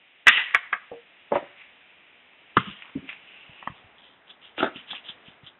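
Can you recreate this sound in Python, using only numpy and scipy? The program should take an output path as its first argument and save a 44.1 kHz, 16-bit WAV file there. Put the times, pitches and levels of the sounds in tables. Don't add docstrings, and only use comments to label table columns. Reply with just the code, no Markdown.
import sys
import numpy as np
from scipy import signal
from scipy.fft import rfft
from scipy.io import wavfile
from scipy.ndimage import uniform_filter1d

SR = 44100
rng = np.random.default_rng(int(sys.argv[2]) if len(sys.argv) > 2 else 0)


def generate_wav(sig):
    pcm = np.round(np.clip(np.atleast_2d(sig).T, -1, 1) * 32767).astype(np.int16)
    wavfile.write(sys.argv[1], SR, pcm)


N = 246688
T = np.arange(N) / SR


def from_db(db):
    return 10 ** (np.asarray(db) / 20)


def decay(t, t60):
    return from_db(-60 * t / t60)


def unit_rms(x):
    return x / np.sqrt(np.mean(x ** 2) + 1e-20)


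def unit_energy(x):
    return x / np.sqrt(np.sum(x ** 2) + 1e-20)


def low_pass(x, hz, order=2):
    return signal.sosfilt(signal.butter(order, min(hz, SR / 3), fs=SR, output="sos"), x)


def low_cut(x, hz):
    return signal.sosfilt(signal.butter(1, hz, "high", fs=SR, output="sos"), x)


def resonate(x, hz, width_hz):
    r = np.exp(-np.pi * width_hz / SR)
    return signal.lfilter([1 - r, 0, r - 1], [1, -2 * r * np.cos(2 * np.pi * hz / SR), r * r], x)


def coloured_noise(spectrum, size, skirt_db=-24):
    hz, db = np.transpose(sorted(spectrum))
    octave, points = np.log2(np.fft.rfftfreq(size, 1 / SR) + 1), np.log2(hz)
    octaves_outside = np.abs(octave - np.clip(octave, points[0], points[-1]))
    gain = from_db(np.interp(octave, points, db) + skirt_db * octaves_outside)
    return unit_rms(np.fft.irfft(rfft(rng.standard_normal(size)) * gain, size))


def grains(size, per_s, spread_db):
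    strength = from_db(spread_db * np.minimum(rng.exponential(1, size), 4))
    return (rng.random(size) < per_s / SR) * strength * rng.choice([-1, 1], size) + 1e-18


def add(out, s, sound):
    start = max(round(s * SR), 0)
    out[start:start + len(sound)] += sound[:N - start]


# (frequency [Hz], spectral level [dB])
HUSH_COLOUR = [(25, -25.5), (60, -4.5), (120, -5.5), (250, 0.5), (400, -0.5), (700, 1.5), (1200, -1),
               (2000, -0.5), (3300, -19.5), (4000, -6)]
# (time [s], leaf level [dB], hush level [dB])
BREEZE_LEVELS = [(0, -58.5, -66), (1.499, -55.5, -60.5), (2.299, -57, -61.5), (3.25, -53, -58),
                 (3.701, -57.5, -56.5), (4.15, -67, -59.5), (5.2, -59, -55.5), (5.59, -69.5, -60)]
def breeze(leaf_hz=2350, leaf_width_hz=1500):
    times, leaves_db, hush_db = np.transpose(BREEZE_LEVELS)
    hiss = resonate(rng.standard_normal(N), leaf_hz, leaf_width_hz)
    leaves = unit_rms(resonate(hiss, leaf_hz, leaf_width_hz))
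    hush = coloured_noise(HUSH_COLOUR, N)
    return from_db(np.interp(T, times, hush_db)) * hush + from_db(np.interp(T, times, leaves_db)) * leaves


# (frequency [Hz], spectral level [dB])
TREE_COLOUR = [(80, -16.5), (400, -14.5), (1000, -2.5), (2000, 5), (3000, -5.5), (4000, -10)]
def yard_echoes(x, pile_db=-20, pile_t60=0.27, wall_db=-29, wall_s=0.083, wall_t60=0.29,
                trees_db=-27, trees_t60=1.0, build_s=.008):
    t = np.arange(SR) / SR
    build = 1 - np.exp(-t / build_s)
    pile = unit_energy(rng.standard_normal(SR) * build * decay(t, pile_t60))
    wall = unit_energy(rng.standard_normal(SR) * (t > wall_s) * decay(np.abs(t - wall_s), wall_t60))
    reflections = signal.fftconvolve(x, from_db(pile_db) * pile + from_db(wall_db) * wall)[:N]
    wash_power = signal.fftconvolve(x ** 2, unit_energy(build * decay(t, trees_t60)) ** 2)[:N]
    return reflections + from_db(trees_db) * np.sqrt(np.abs(wash_power)) * coloured_noise(TREE_COLOUR, N)


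def grainy_band(s, rise_s, fall_s, db, hz, width_hz, per_s=1500, spread_db=2.5, wood_db=-12):
    t, lead_s = np.arange(SR) / SR, min(3 * rise_s, s)
    since_peak = t - lead_s
    swell = np.where(t < lead_s, np.exp(-(since_peak / rise_s) ** 2), np.exp(-np.abs(since_peak) / fall_s))
    flicker = from_db(0.2 * unit_rms(uniform_filter1d(rng.standard_normal(SR), size=300)))
    drive = grains(SR, per_s, spread_db) * swell * flicker
    bright = unit_energy(resonate(resonate(drive, hz, width_hz), hz, width_hz))
    wood = unit_energy(resonate(grains(SR, per_s, spread_db) * swell, hz=1450, width_hz=1100))
    return s - lead_s, from_db(db) * np.sqrt(np.sum(swell ** 2)) * (bright + from_db(wood_db) * wood)


def thud(hz, t60, soil_db=-7, give_share=0.078):
    t = np.arange(SR // 3) / SR
    soil = from_db(soil_db) * coloured_noise([(hz / 2, -2), (hz, 0), (2 * hz, -6)], len(t), skirt_db=-9.5)
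    swell = (1 - np.exp(-t / (give_share * t60))) ** 2 * decay(t, t60)
    swing = np.sin(2 * np.pi * hz * t)
    return low_pass(swell / swell.max() * (swing + soil), 1.7 * hz, order=4)


# (time [s], level [dB])
SPLINTERS = [(3.986, -52.5), (4.303, -42.5), (4.912, -30), (5.092, -33.5), (5.471, -41.5)]
def splinter_tears():
    out = np.zeros(N)
    for s, db in SPLINTERS:
        strain = grainy_band(s - 0.016, rise_s=0.022, fall_s=0.022, db=db - 13.5, hz=3060, width_hz=1500)
        rip = grainy_band(s, rise_s=0.0073, fall_s=0.018, db=db, hz=3310, width_hz=880)
        add(out, *strain)
        add(out, *rip)
        add(out, s, from_db(db - 17) * thud(hz=204.5, t60=0.037, soil_db=0.5))
    return out


# (peak time [s], dying time [s], level [dB], centre [Hz])
SCRAPES_AND_RING = [(0.302, 0.034, -26.5, 1900), (0.345, 0.063, -21.5, 2710), (0.48, .12, -39, 1900),
                    (0.56, 0.031, -37.5, 2700), (1.356, 0.028, -35.5, 1944), (1.611, 0.049, -48, 2240),
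                    (2.589, 0.038, -36.5, 2750), (2.685, 0.083, -41.5, 2940), (2.87, 0.053, -52.5, 1095),
                    (3.10, .03, -37.5, 2250), (3.36, .2, -50.5, 2720), (3.6, .13, -51.5, 2714),
                    (3.77, 0.051, -58, 3280), (4.055, 0.062, -52.5, 3200), (4.449, .05, -48.5, 3060),
                    (4.597, .028, -29, 2830), (4.634, .019, -32, 3530), (4.772, .04, -40.5, 2880),
                    (4.957, 0.02, -35, 2810), (5.06, .03, -45, 3200), (5.28, 0.042, -49.5, 3000)]
def scrapes_and_stick_ring(swell_share=.6, widest_hz=1700, half_width_s=.09):
    out = np.zeros(N)
    for s, fall_s, db, hz in SCRAPES_AND_RING:
        width_hz = widest_hz / (1 + fall_s / half_width_s)
        add(out, *grainy_band(s, swell_share * fall_s, fall_s, db, hz, width_hz))
    return out


# (time [s], level [dB], pitch [Hz], t60 [s])
TURF_LANDINGS = [(0.275, -36, 245, 0.08), (0.547, -47.5, 112.5, .06), (0.731, -59, 152, 0.077),
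                 (2.571, -18.5, 188, 0.049), (2.665, -35.5, 198, 0.11), (2.951, -22, 270, 0.075),
                 (3.014, -42, 273.2, 0.16), (3.492, -44.5, 138, 0.022), (3.697, -26.5, 161.4, 0.017),
                 (3.837, -49, 99.6, 0.074), (4.601, -33.5, 250, 0.077), (4.628, -34, 265, 0.07),
                 (4.755, -37.5, 275, 0.039), (5.281, -38, 163, 0.013), (5.43, -42.5, 135, 0.034)]
def turf_thuds(rock_s=.021, rock_loss_db=13, rock_pitch_ratio=.75):
    out = np.zeros(N)
    for s, db, hz, t60 in TURF_LANDINGS:
        add(out, s, from_db(db) * thud(hz, t60))
        add(out, s + rock_s, from_db(db - rock_loss_db) * thud(rock_pitch_ratio * hz, t60))
    return out


LEAD_S = .01
def knock(modes, hardness_hz, rattle_db, rattle_t60=0.11, graze_db=-16, graze_cycles=7, crack_db=-1):
    t, blow = np.arange(SR // 3) / SR, round(LEAD_S * SR)
    since_blow = t - LEAD_S
    contacts = grains(len(t), per_s=2900, spread_db=1.0)
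    approach = np.exp(-np.abs(since_blow) * hardness_hz / graze_cycles)
    graze = unit_energy(contacts * (since_blow < 0) * approach)
    rattle = unit_energy(contacts * (since_blow > 0) * decay(np.abs(since_blow), rattle_t60))
    force = from_db(graze_db) * graze + from_db(rattle_db) * rattle
    force[blow] += 1
    body = np.zeros(len(t))
    for k, (hz, db, t60) in enumerate(modes):
        gain = (-1) ** k * from_db(db + 0.5 * rng.standard_normal())
        shifted_hz = hz * (1 + .008 * rng.standard_normal())
        body += gain * decay(t, t60) * np.sin(2 * np.pi * shifted_hz * t)
    crack_t60 = 1.3 * np.median([t60 for hz, db, t60 in modes])
    crack = coloured_noise([(hz, db) for hz, db, t60 in modes], len(t), skirt_db=-11) * decay(t, crack_t60)
    ring = unit_energy(body) + from_db(crack_db) * unit_energy(crack)
    sound = signal.fftconvolve(low_pass(force, hardness_hz), ring)[:len(t)]
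    return sound / np.std(sound[blow:2 * blow])


WOOD_MODES = { "stick": [(240, -40.5, .05), (660, -25.5, 0.053), (921, -13, .05), (1219, -15, 0.1185),
              (1347, -14, 0.14), (1558, 1, 0.0098), (1878, 0, 0.065), (1920, -23, 0.9), (1990, -4, 0.16),
              (2058, -1.5, 0.084), (2582, -4.5, 0.09), (2840, 1, 0.034), (2878, -2.5, .05),
              (3096, -12.5, 0.096), (3480, -4.5, 0.014)], "billet": [(472, -25.5, 0.012),
              (706, -20.5, 0.07), (1137, -6.5, 0.023), (1280, -7.5, 0.043), (1650, -2.5, 0.046),
              (1950, 1, 0.035), (2040, -30, 0.3), (2161, -4.5, 0.053), (2372, -6, 0.033),
              (2640, -12.5, .05), (3210, -14.5, .04)], "twig": [(2090, -4.5, 0.039), (2404, -2, 0.05),
              (2776, 5, 0.025), (3340, -15, 0.047), (3121, -16, 0.005)], "round": [(473.4, 10, 0.19),
              (692, 17, 0.046), (990, -0.5, .025)], "log": [(164.6, -20.5, 0.083), (280, -4, 0.062),
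              (356, -7, 0.093), (570, 4, 0.08), (665, 1, 0.06), (761, 3, 0.067), (947, 0.5, 0.054),
              (1150, -3.5, 0.018), (1530, -7, 0.048), (2030, -4.5, 0.031)], "wedge": [(175, -18.5, 0.058),
              (270.3, -12, 0.051), (584, -21.5, 0.02), (924.5, -20, 0.027), (1280, 5.5, 0.02),
              (1466, -4, 0.015), (1930, -18, 0.053), (2065, -16.5, 0.097), (2430, -29.5, 0.019),
              (2740, -20.5, 0.036)], "slab": [(247, -7, 0.029), (486, -11.5, 0.006), (803, 3, 0.014),
              (1087, 6.5, 0.0097), (1278, -1, 0.022), (1735, -6.5, 0.032), (1954, -3.5, 0.026),
              (3120, -14, 0.046)], "chunk": [(285, 0, 0.06), (368, 0.5, 0.073), (557, -0.5, 0.041),
              (677, 0.5, 0.026), (1080, -5, 0.021), (1284, -1, 0.081), (1414, 0.5, 0.035), (1676, 0, 0.015),
              (2070, -17.5, .03), (2710, -18, .025), (3440, -28, .025)]}
BOUNCES = {"stick": (.006, 4.5), "billet": (0.0039, 8.2), "twig": (.035, 8.9), "round": (0.016, 9.26),
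           "log": (.037, 24), "wedge": (0.038, 23.6), "slab": (0.017, 26), "chunk": (.016, 6.6)}
# (time [s], piece, level [dB], contact hardness [Hz], rattle level [dB])
PILE_LANDINGS = [ (0.2693, "stick", -8.5, 2360, -12), (0.2805, "stick", -10, 4300, -17.5),
                 (0.372, "stick", -20, 3000, -13), (0.396, "stick", -26.5, 3800, -5.5),
                 (0.54, "billet", -33, 1100, -12.5), (0.5468, "billet", -11.5, 2300, -28),
                 (0.728, "billet", -19, 1650, -4.5), (0.916, "round", -34, 600, -2),
                 (1.3197, "log", -17.5, 950, -2), (1.355, "log", -18.5, 1100, -5.5),
                 (1.425, "log", -40, 350, -16.5), (2.5693, "wedge", -11, 4900, -24.5),
                 (2.8218, "twig", -39.5, 5000, -15), (3.09, "twig", -32.5, 2000, -7),
                 (3.626, "slab", -41, 2500, -6.5), (3.674, "slab", -26, 2560, -31),
                 (4.58, "chunk", -32.5, 3000, 0.5), (4.603, "chunk", -26.5, 2500, 1),
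                 (4.628, "chunk", -16, 3400, -3), (4.931, "slab", -39, 2000, -0.5)]
def firewood_knocks(rest_db=26, gap_spread=.1):
    out = np.zeros(N)
    for s, piece, db, hardness_hz, rattle_db in PILE_LANDINGS:
        modes = WOOD_MODES[piece]
        gap_s, loss_db = BOUNCES[piece]
        cut_hz = 0.23 * modes[0][0]
        start = s - LEAD_S
        for k, uneven in enumerate(rng.standard_normal(size=4)):
            if k * loss_db > rest_db:
                break
            touch = low_cut(knock(modes, hardness_hz, rattle_db), cut_hz)
            add(out, start, from_db(db - k * loss_db) * touch)
            start += gap_s * (1 + gap_spread * uneven)
    return out


def scene():
    wood = firewood_knocks() + turf_thuds() + scrapes_and_stick_ring() + splinter_tears()
    return (wood + yard_echoes(wood) + breeze())[None]


def record(dry, rumble_hz=55, band_hz=3810, clip_level=0.75, ceiling_hz=15700):
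    band = signal.firwin(201, band_hz, window=("kaiser", 8), fs=SR)
    narrow = signal.fftconvolve(low_cut(dry, rumble_hz), band[None], mode="same")
    overloaded = np.clip(narrow, -clip_level, clip_level)
    return signal.sosfilt(signal.ellip(10, .1, 80, ceiling_hz, fs=SR, output="sos"), overloaded)


dry = scene()
out = record(dry)
generate_wav(out)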